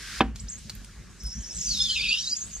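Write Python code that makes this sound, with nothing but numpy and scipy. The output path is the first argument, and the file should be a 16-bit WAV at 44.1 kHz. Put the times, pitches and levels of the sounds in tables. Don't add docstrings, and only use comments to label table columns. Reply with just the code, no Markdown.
import sys
import numpy as np
from scipy import signal
from scipy.fft import rfft, irfft, next_fast_len
from scipy.io import wavfile
from scipy.ndimage import uniform_filter1d, map_coordinates

SR = 44100
rng = np.random.default_rng(int(sys.argv[2]) if len(sys.argv) > 2 else 0)


def dump_mix(stems):
    frames = np.atleast_2d(stems).T
    limited = np.clip(frames, -1, 1)
    pcm = np.round(limited * 32767).astype(np.int16)
    wavfile.write(sys.argv[1], SR, pcm)


N = 114660
T = np.arange(N) / SR

# frequency_hz, gain_db
AIR_LEVEL = [(0, -54.5), (.57, -57), (2.6, -58)]
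AIR_SPECTRUM = [(160, -8), (280, -2.5), (740, -12.5), (1470, -8), (1650, -5), (3000, -16.5), (3900, -75),
                (6600, -120)]
# frequency_hz, gain_db
TREBLE_LEVEL = [(.215, -73), (.24, -59.5), (.345, -67.5), (.36, -51.5), (.47, -56.5), (.6, -51.5),
                (1.2, -59), (2.6, -76.5)]
TREBLE_SPECTRUM = [(1290, -53), (2200, -5), (6380, 0.5), (14300, -18), (15400, -49)]
# centre_s, level_db, width_s (from centre to 1/e of the power)
THRUM_SWELLS = [(.27, -32.5, 0.056), (0.439, -34.5, 0.028), (.64, -50, 0.2), (.992, -44.5, 0.019),
                (1.263, -34, 0.02), (1.385, -33.5, 0.02), (1.578, -40, 0.019), (1.698, -38, 0.025),
                (1.88, -47.5, 0.14), (2.471, -47.5, 0.029)]
THRUM_HZ, THRUM_WAVER_HZ, THRUM_REST_DB = 57.9, 3.16, -60
# frequency_hz, gain_db
DRONE_SPECTRUM = [(53, -20), (90, 6), (97, 1), (129, 0), (214, 2), (275, -19.5), (400, -25.5), (520, -26),
                  (880, -120)]
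SUB_SPECTRUM = [(22, -17), (35, -2), (50, 9.5), (120, -72)]
DRONE_DB, SUB_DB = -48.5, -48
DRONE_FOLLOWS = .35
# frequency_hz, gain_db
HISS_LEVEL = [(0, -42), (.12, -38.5), (.195, -37)]
HISS_SPECTRUM = [(350, -33), (939, -31), (1060, -15.5), (1570, -3), (2820, -9.5), (5330, -6), (12900, -23),
                 (15400, -36)]
# start_s, level_db, ring_hz, t60_s, brightness_db (snap against ring)
TICKS = [(0.2032, -27.5, 2297, 0.046, -28), (0.3593, -31, 4170, 0.03, 5), (0.6966, -25, 4378, 0.039, 6.5),
         (0.752, -33, 11700, 0.025, -7), (0.846, -33, 8760, 0.023, 5.5), (1.236, -33.5, 11700, 0.015, 2),
         (1.266, -35, 8440, 0.073, -37), (2.565, -37, 905, 0.017, -3)]
# frequency_hz, level_db, t60_s
BARREL_MODES = [(222, -4.5, 0.19), (262, -8.5, 0.23), (331, -6, 0.1), (458, -5.5, 0.1), (771, -3, 0.11),
                (1037, 12.5, 0.014), (1707, -3.5, 0.051), (2540, 8.5, 0.017), (3540, -2.5, 0.02)]
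# frequency_hz, gain_db
CRACK_SPECTRUM = [(150, 0), (300, 3), (1200, -3.5), (3000, -11), (5500, -24), (9000, -38.5)]
KNOCK_S, KNOCK_DB, RISE_S = .2064, 0, .001
CRACK_DB, CRACK_T60_S = -9, .041
RATTLE_DB, RATTLE_T60_S = -24.5, .28
# time_s, pitch_hz, level_db
SLURPS = [
    [(.392, 3310, -47), (.398, 5030, -21), (.403, 6880, -23.5), (.417, 7360, -56)],
    [(.478, 3370, -45), (.486, 5220, -20), (.5, 7780, -23.5), (.517, 6300, -38), (.568, 6684, -53.5),
     (.585, 7730, -40), (.6, 8650, -57)],
]
# frequency_hz, gain_db
SUCTION_LEVEL = [(1.1, -63), (1.5, -51), (1.7, -40.5), (2.2, -45.5), (2.6, -51)]
SUCTION_SPECTRUM = [(1900, -15), (2700, -4.5), (5000, -3.5), (7000, 1.5), (9000, -8.5), (13000, -17),
                    (15500, -24)]
# time_s, pitch_hz, level_db
SQUEAK_LOW = [(1.196, 5300, -54), (1.204, 5500, -41.5), (1.241, 5337, -42.5), (1.28, 5090, -41.5),
              (1.31, 5360, -41), (1.385, 5920, -45.5), (1.41, 6640, -40.5), (1.445, 5180, -34),
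              (1.48, 5650, -43), (1.52, 5416, -38.5), (1.559, 6210, -39.5), (1.584, 5330, -47),
              (1.635, 5575, -35), (1.67, 4920, -40.5), (1.715, 4462, -27.5), (1.741, 4054, -31.5),
              (1.79, 3590, -32.5), (1.87, 3488, -29), (1.894, 3128, -32.5), (1.93, 3144, -36.5),
              (1.965, 2614, -21.5), (2.0, 2370, -33.5), (2.045, 2660, -22.5), (2.08, 2418, -30),
              (2.121, 2770, -26.5), (2.16, 2815, -32), (2.22, 3212, -42), (2.245, 3440, -62),
              (2.28, 4056, -26), (2.305, 4948, -32.5), (2.345, 4937, -33.5), (2.365, 6600, -31),
              (2.395, 6940, -44), (2.42, 6170, -29), (2.456, 8100, -42), (2.49, 7750, -47),
              (2.54, 6145, -36), (2.576, 7000, -45), (2.6, 7900, -50)]
SQUEAK_MID = [(1.511, 7585, -65), (1.56, 7950, -39), (1.591, 6320, -27), (1.63, 7060, -37),
              (1.669, 6320, -36), (1.74, 5410, -33), (1.789, 5196, -32), (1.851, 4920, -35.5),
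              (1.878, 4080, -40.5), (1.929, 4245, -34), (1.973, 3614, -37), (2.102, 3696, -36),
              (2.161, 3520, -44), (2.206, 3940, -33), (2.253, 5540, -28), (2.278, 6490, -38),
              (2.33, 6400, -40)]
SQUEAK_HIGH = [(1.878, 5200, -48), (1.922, 5070, -47), (1.952, 5410, -33), (2.0, 4705, -42),
               (2.059, 4655, -35.5), (2.1, 4455, -35), (2.154, 4860, -33), (2.195, 5410, -30.5),
               (2.227, 6020, -37.5)]
LINE_WIDTH_HZ, CLEAN_SHARE = 300, .35
SKIRT_HZ, SKIRT_DB, SLURP_SKIRT_DB = 550, -6.5, -2
FLUTTER_DB = 4
BREAK_DB = .9
WAVER = .016
STRANDS, STRAND_S, STRAND_DB = 300, .045, 1
STRAND_OCTAVES = .6
STRAND_GLIDE = 2
STRAND_TOP_HZ = 6500
HOSE_HZ, HOSE_RETURN = 517.5, .067
LOCK = .45
BODY_HZ, BODY_WIDTH_HZ, BODY_DB = [4900, 6600, 7700], 300, -3
# frequency_hz, correlation (0-1)
LIKENESS = [(60, 0.99), (140, 0.69), (400, 0.65), (1400, 0.89), (3000, 0.85), (6000, 0.2)]
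SQUEAK_ROOM_DB, TICK_ROOM_DB, KNOCK_ROOM_DB, ROOM_T60_S = -8, -12, -33, .21
LEFT_LAG_S = 4e-5
LEFT_TILT_DB = -.24
TOP_HZ, ROLL_HZ = 15450, 14600
DULL_HZ, DULL_DB = 11000, -4


def amp(db):
    return 10 ** (np.asarray(db) / 20)


def unit(x):
    return x / np.sqrt(np.mean(x ** 2) + 1e-20)


def along(points, hz):
    frequency, value = np.transpose(points)
    return np.interp(np.log(hz + 1), np.log(frequency + 1), value)


def colour(points):
    return lambda hz: amp(along(points, hz)) * (hz > .7 * points[0][0])


def level(rows, fade=.008):
    s, db = np.transpose(rows)[[0, -1]]
    edge = np.minimum(T - s[0] + fade, s[-1] + fade - T) / fade
    return amp(np.interp(T, s, db)) * np.clip(edge, 0, 1)


def wobble(rate):
    knots = rng.standard_normal(int(N * rate / SR) + 4)
    return map_coordinates(knots, [T * rate])


def filtered(x, response):
    m = next_fast_len(N + SR // 2)
    return irfft(rfft(x, m) * response(np.fft.rfftfreq(m, 1 / SR)), m)[..., :N]


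def rush(spectrum, patchy_db):
    z = signal.stft(rng.standard_normal((2, N)), nperseg=512)[2]
    field = uniform_filter1d(rng.standard_normal(z.shape[1:]), 6, 0)
    field = uniform_filter1d(field, 8, 1)
    pair = signal.istft(z * amp(patchy_db * unit(field)), nperseg=512)[1][:, :N]

    def mid_side_gain(hz):
        angle = np.arccos(np.clip(along(LIKENESS, hz), -1, 1)) / 2
        return colour(spectrum)(hz) * [np.cos(angle), np.sin(angle)]

    mid, side = filtered(pair, mid_side_gain)
    return unit(np.array([mid + side, mid - side]))


def hose(hz):
    damping = 1j * hz * BODY_WIDTH_HZ
    body = 1 + amp(BODY_DB) * sum(damping / (c * c - hz * hz + damping) for c in BODY_HZ)
    comb = 1 / (1 - HOSE_RETURN * np.exp(-2j * np.pi * hz / HOSE_HZ))
    return body * np.sqrt(1 - HOSE_RETURN ** 2) * comb


def place(x, room_db):
    sides = np.array([[1], [-1]])
    direct = filtered(x, lambda hz: np.exp(-1j * np.pi * hz * LEFT_LAG_S * sides) * amp(LEFT_TILT_DB * sides))
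    hop, t = 2205, np.arange(SR // 5) / SR
    padded = np.pad(x, (hop, 2 * hop))
    wet = np.zeros((2, N + SR))
    for i in range(-hop, N, hop):
        tail = rng.standard_normal((2, len(t))) * amp(-60 * t / ROOM_T60_S) * (t > .002)
        piece = padded[i + hop:i + 3 * hop] * np.hanning(2 * hop)
        echo = signal.fftconvolve(piece[None], tail / np.linalg.norm(tail[0]), axes=1)
        wet[:, i + hop:][:, :echo.shape[1]] += echo
    return direct + amp(room_db) * wet[:, hop:hop + N]


def outdoor_air():
    return level(AIR_LEVEL) * amp(1.5 * wobble(23)) * rush(AIR_SPECTRUM, patchy_db=3.0)


def treble_hiss():
    return level(TREBLE_LEVEL) * rush(TREBLE_SPECTRUM, patchy_db=1.0)


def thrum_and_drone():
    power = amp(2 * THRUM_REST_DB)
    for s, db, width in THRUM_SWELLS:
        power = power + amp(2 * db) * np.exp(-((T - s) / width) ** 2)
    pulse = np.sqrt(power)
    pitch = THRUM_HZ + THRUM_WAVER_HZ * wobble(14)
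    thrum = np.sqrt(2) * pulse * np.sin(2 * np.pi * np.cumsum(pitch) / SR)
    drone = amp(DRONE_DB + 1.3 * wobble(18)) * rush(DRONE_SPECTRUM, patchy_db=2.0)
    sub = amp(SUB_DB) * rush(SUB_SPECTRUM, patchy_db=5.0)
    return thrum + unit(pulse ** DRONE_FOLLOWS) * (drone + sub)


def ticks():
    out, t = np.zeros(N + SR), np.arange(SR // 10) / SR
    for s, db, hz, t60, bright_db in TICKS:
        noise = rng.standard_normal((2, len(t)))
        ring = unit(uniform_filter1d(noise[0], size=40)) * np.sin(2 * np.pi * hz * t)
        snap = np.diff(uniform_filter1d(noise[1], size=4), prepend=0)
        decay = amp(db - 2.5 - 60 * t / t60)
        out[round(s * SR):][:len(t)] += decay * (ring + amp(bright_db) * snap)
    return out[:N]


def push_hiss():
    return level(HISS_LEVEL) * rush(HISS_SPECTRUM, patchy_db=0.5)


def knock():
    out, t = np.zeros(N + SR), np.arange(SR // 2) / SR
    noise = unit(filtered(rng.standard_normal(N), colour(CRACK_SPECTRUM))[:len(t)])
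    ring = np.zeros(len(t))
    for k, (hz, db, t60) in enumerate(BARREL_MODES):
        ring += (-1) ** k * amp(db - 60 * t / t60) * np.sin(2 * np.pi * hz * t)
    crack = amp(CRACK_DB - 60 * t / CRACK_T60_S)
    rattle = amp(CRACK_DB + RATTLE_DB - 60 * t / RATTLE_T60_S)
    onset = 1 - np.exp(-t / RISE_S)
    blow = (crack + rattle) * noise - ring / np.abs(ring).max()
    out[round(KNOCK_S * SR):][:len(t)] = amp(KNOCK_DB) * onset * blow
    return out[:N]


def suction_rush():
    air = filtered(rush(SUCTION_SPECTRUM, patchy_db=2.0), hose)
    return level(SUCTION_LEVEL) * amp(1.2 * wobble(400)) * air


def phase(rows):
    s, hz = np.transpose(rows)[:2]
    free = np.interp(T, s, hz) * (1 + WAVER * wobble(70))
    pull = LOCK * HOSE_HZ * np.sin(2 * np.pi * free / HOSE_HZ)
    return np.cumsum(2 * np.pi * free - pull) / SR


def complex_noise(cutoff_hz):
    parts = filtered(rng.standard_normal((2, N)), lambda hz: 1 / (1 + (hz / cutoff_hz) ** 4))
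    return [1, 1j] @ unit(parts)


def whistle(rows, skirt_db=SKIRT_DB):
    flutter = amp(FLUTTER_DB * wobble(50.13))
    tone = np.sqrt(2 * CLEAN_SHARE)
    breath = np.sqrt(1 - CLEAN_SHARE) * complex_noise(LINE_WIDTH_HZ / 2)
    skirt = amp(skirt_db) * complex_noise(SKIRT_HZ) * np.exp(2j * np.pi * SKIRT_HZ * T)
    s, hz = np.transpose(rows)[:2]
    octaves_per_s = np.gradient(np.log2(np.interp(T, s, hz)), T)
    glide = uniform_filter1d(np.abs(octaves_per_s), size=300)
    line = np.real((flutter * (tone + breath) + skirt) * np.exp(1j * phase(rows)))
    return level(rows) * amp(-np.minimum(BREAK_DB * glide, 20)) * line


def slurps():
    return sum(whistle(rows, SLURP_SKIRT_DB) for rows in SLURPS)


def strands():
    when, height, slope, length, size = rng.random((STRANDS, 5)).T[..., None]
    t = np.arange(round(STRAND_S * SR)) / SR
    s, hz, _ = np.transpose(SQUEAK_LOW)
    start = s[0] + when * (s[-1] - s[0] - STRAND_S)
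    pitch = np.interp(start, s, hz) * 2 ** (-STRAND_OCTAVES * np.log(1 - height))
    shape = np.sin(np.pi * np.minimum(2 * t / (STRAND_S * (1 + length)), 1)) ** 2
    cycles = pitch * t * (1 + STRAND_GLIDE * (slope - .5) * t)
    chirps = size ** 2 * shape * np.sin(2 * np.pi * cycles)
    chirps = chirps / (1 + (pitch / STRAND_TOP_HZ) ** 10)
    at = (start * SR).astype(int) + np.arange(len(t))
    scatter = np.bincount(at.ravel(), chirps.ravel(), N)[:N]
    return amp(STRAND_DB) * level(SUCTION_LEVEL) * unit(scatter)


def squeak():
    return strands() + sum(whistle(rows) for rows in [SQUEAK_LOW, SQUEAK_MID, SQUEAK_HIGH])


def scene():
    background = outdoor_air() + treble_hiss() + thrum_and_drone()
    impacts = place(ticks(), TICK_ROOM_DB) + place(knock(), KNOCK_ROOM_DB)
    airflow = push_hiss() + suction_rush()
    whistles = place(filtered(slurps() + squeak(), hose), SQUEAK_ROOM_DB)
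    return background + impacts + airflow + whistles


def record(dry):
    def response(hz):
        dulling = amp(np.outer([DULL_DB, 0], hz > DULL_HZ))
        return dulling * (hz < TOP_HZ) / (1 + (hz / ROLL_HZ) ** 16)

    return filtered(dry, response)


dry = scene()
out = record(dry)
dump_mix(out)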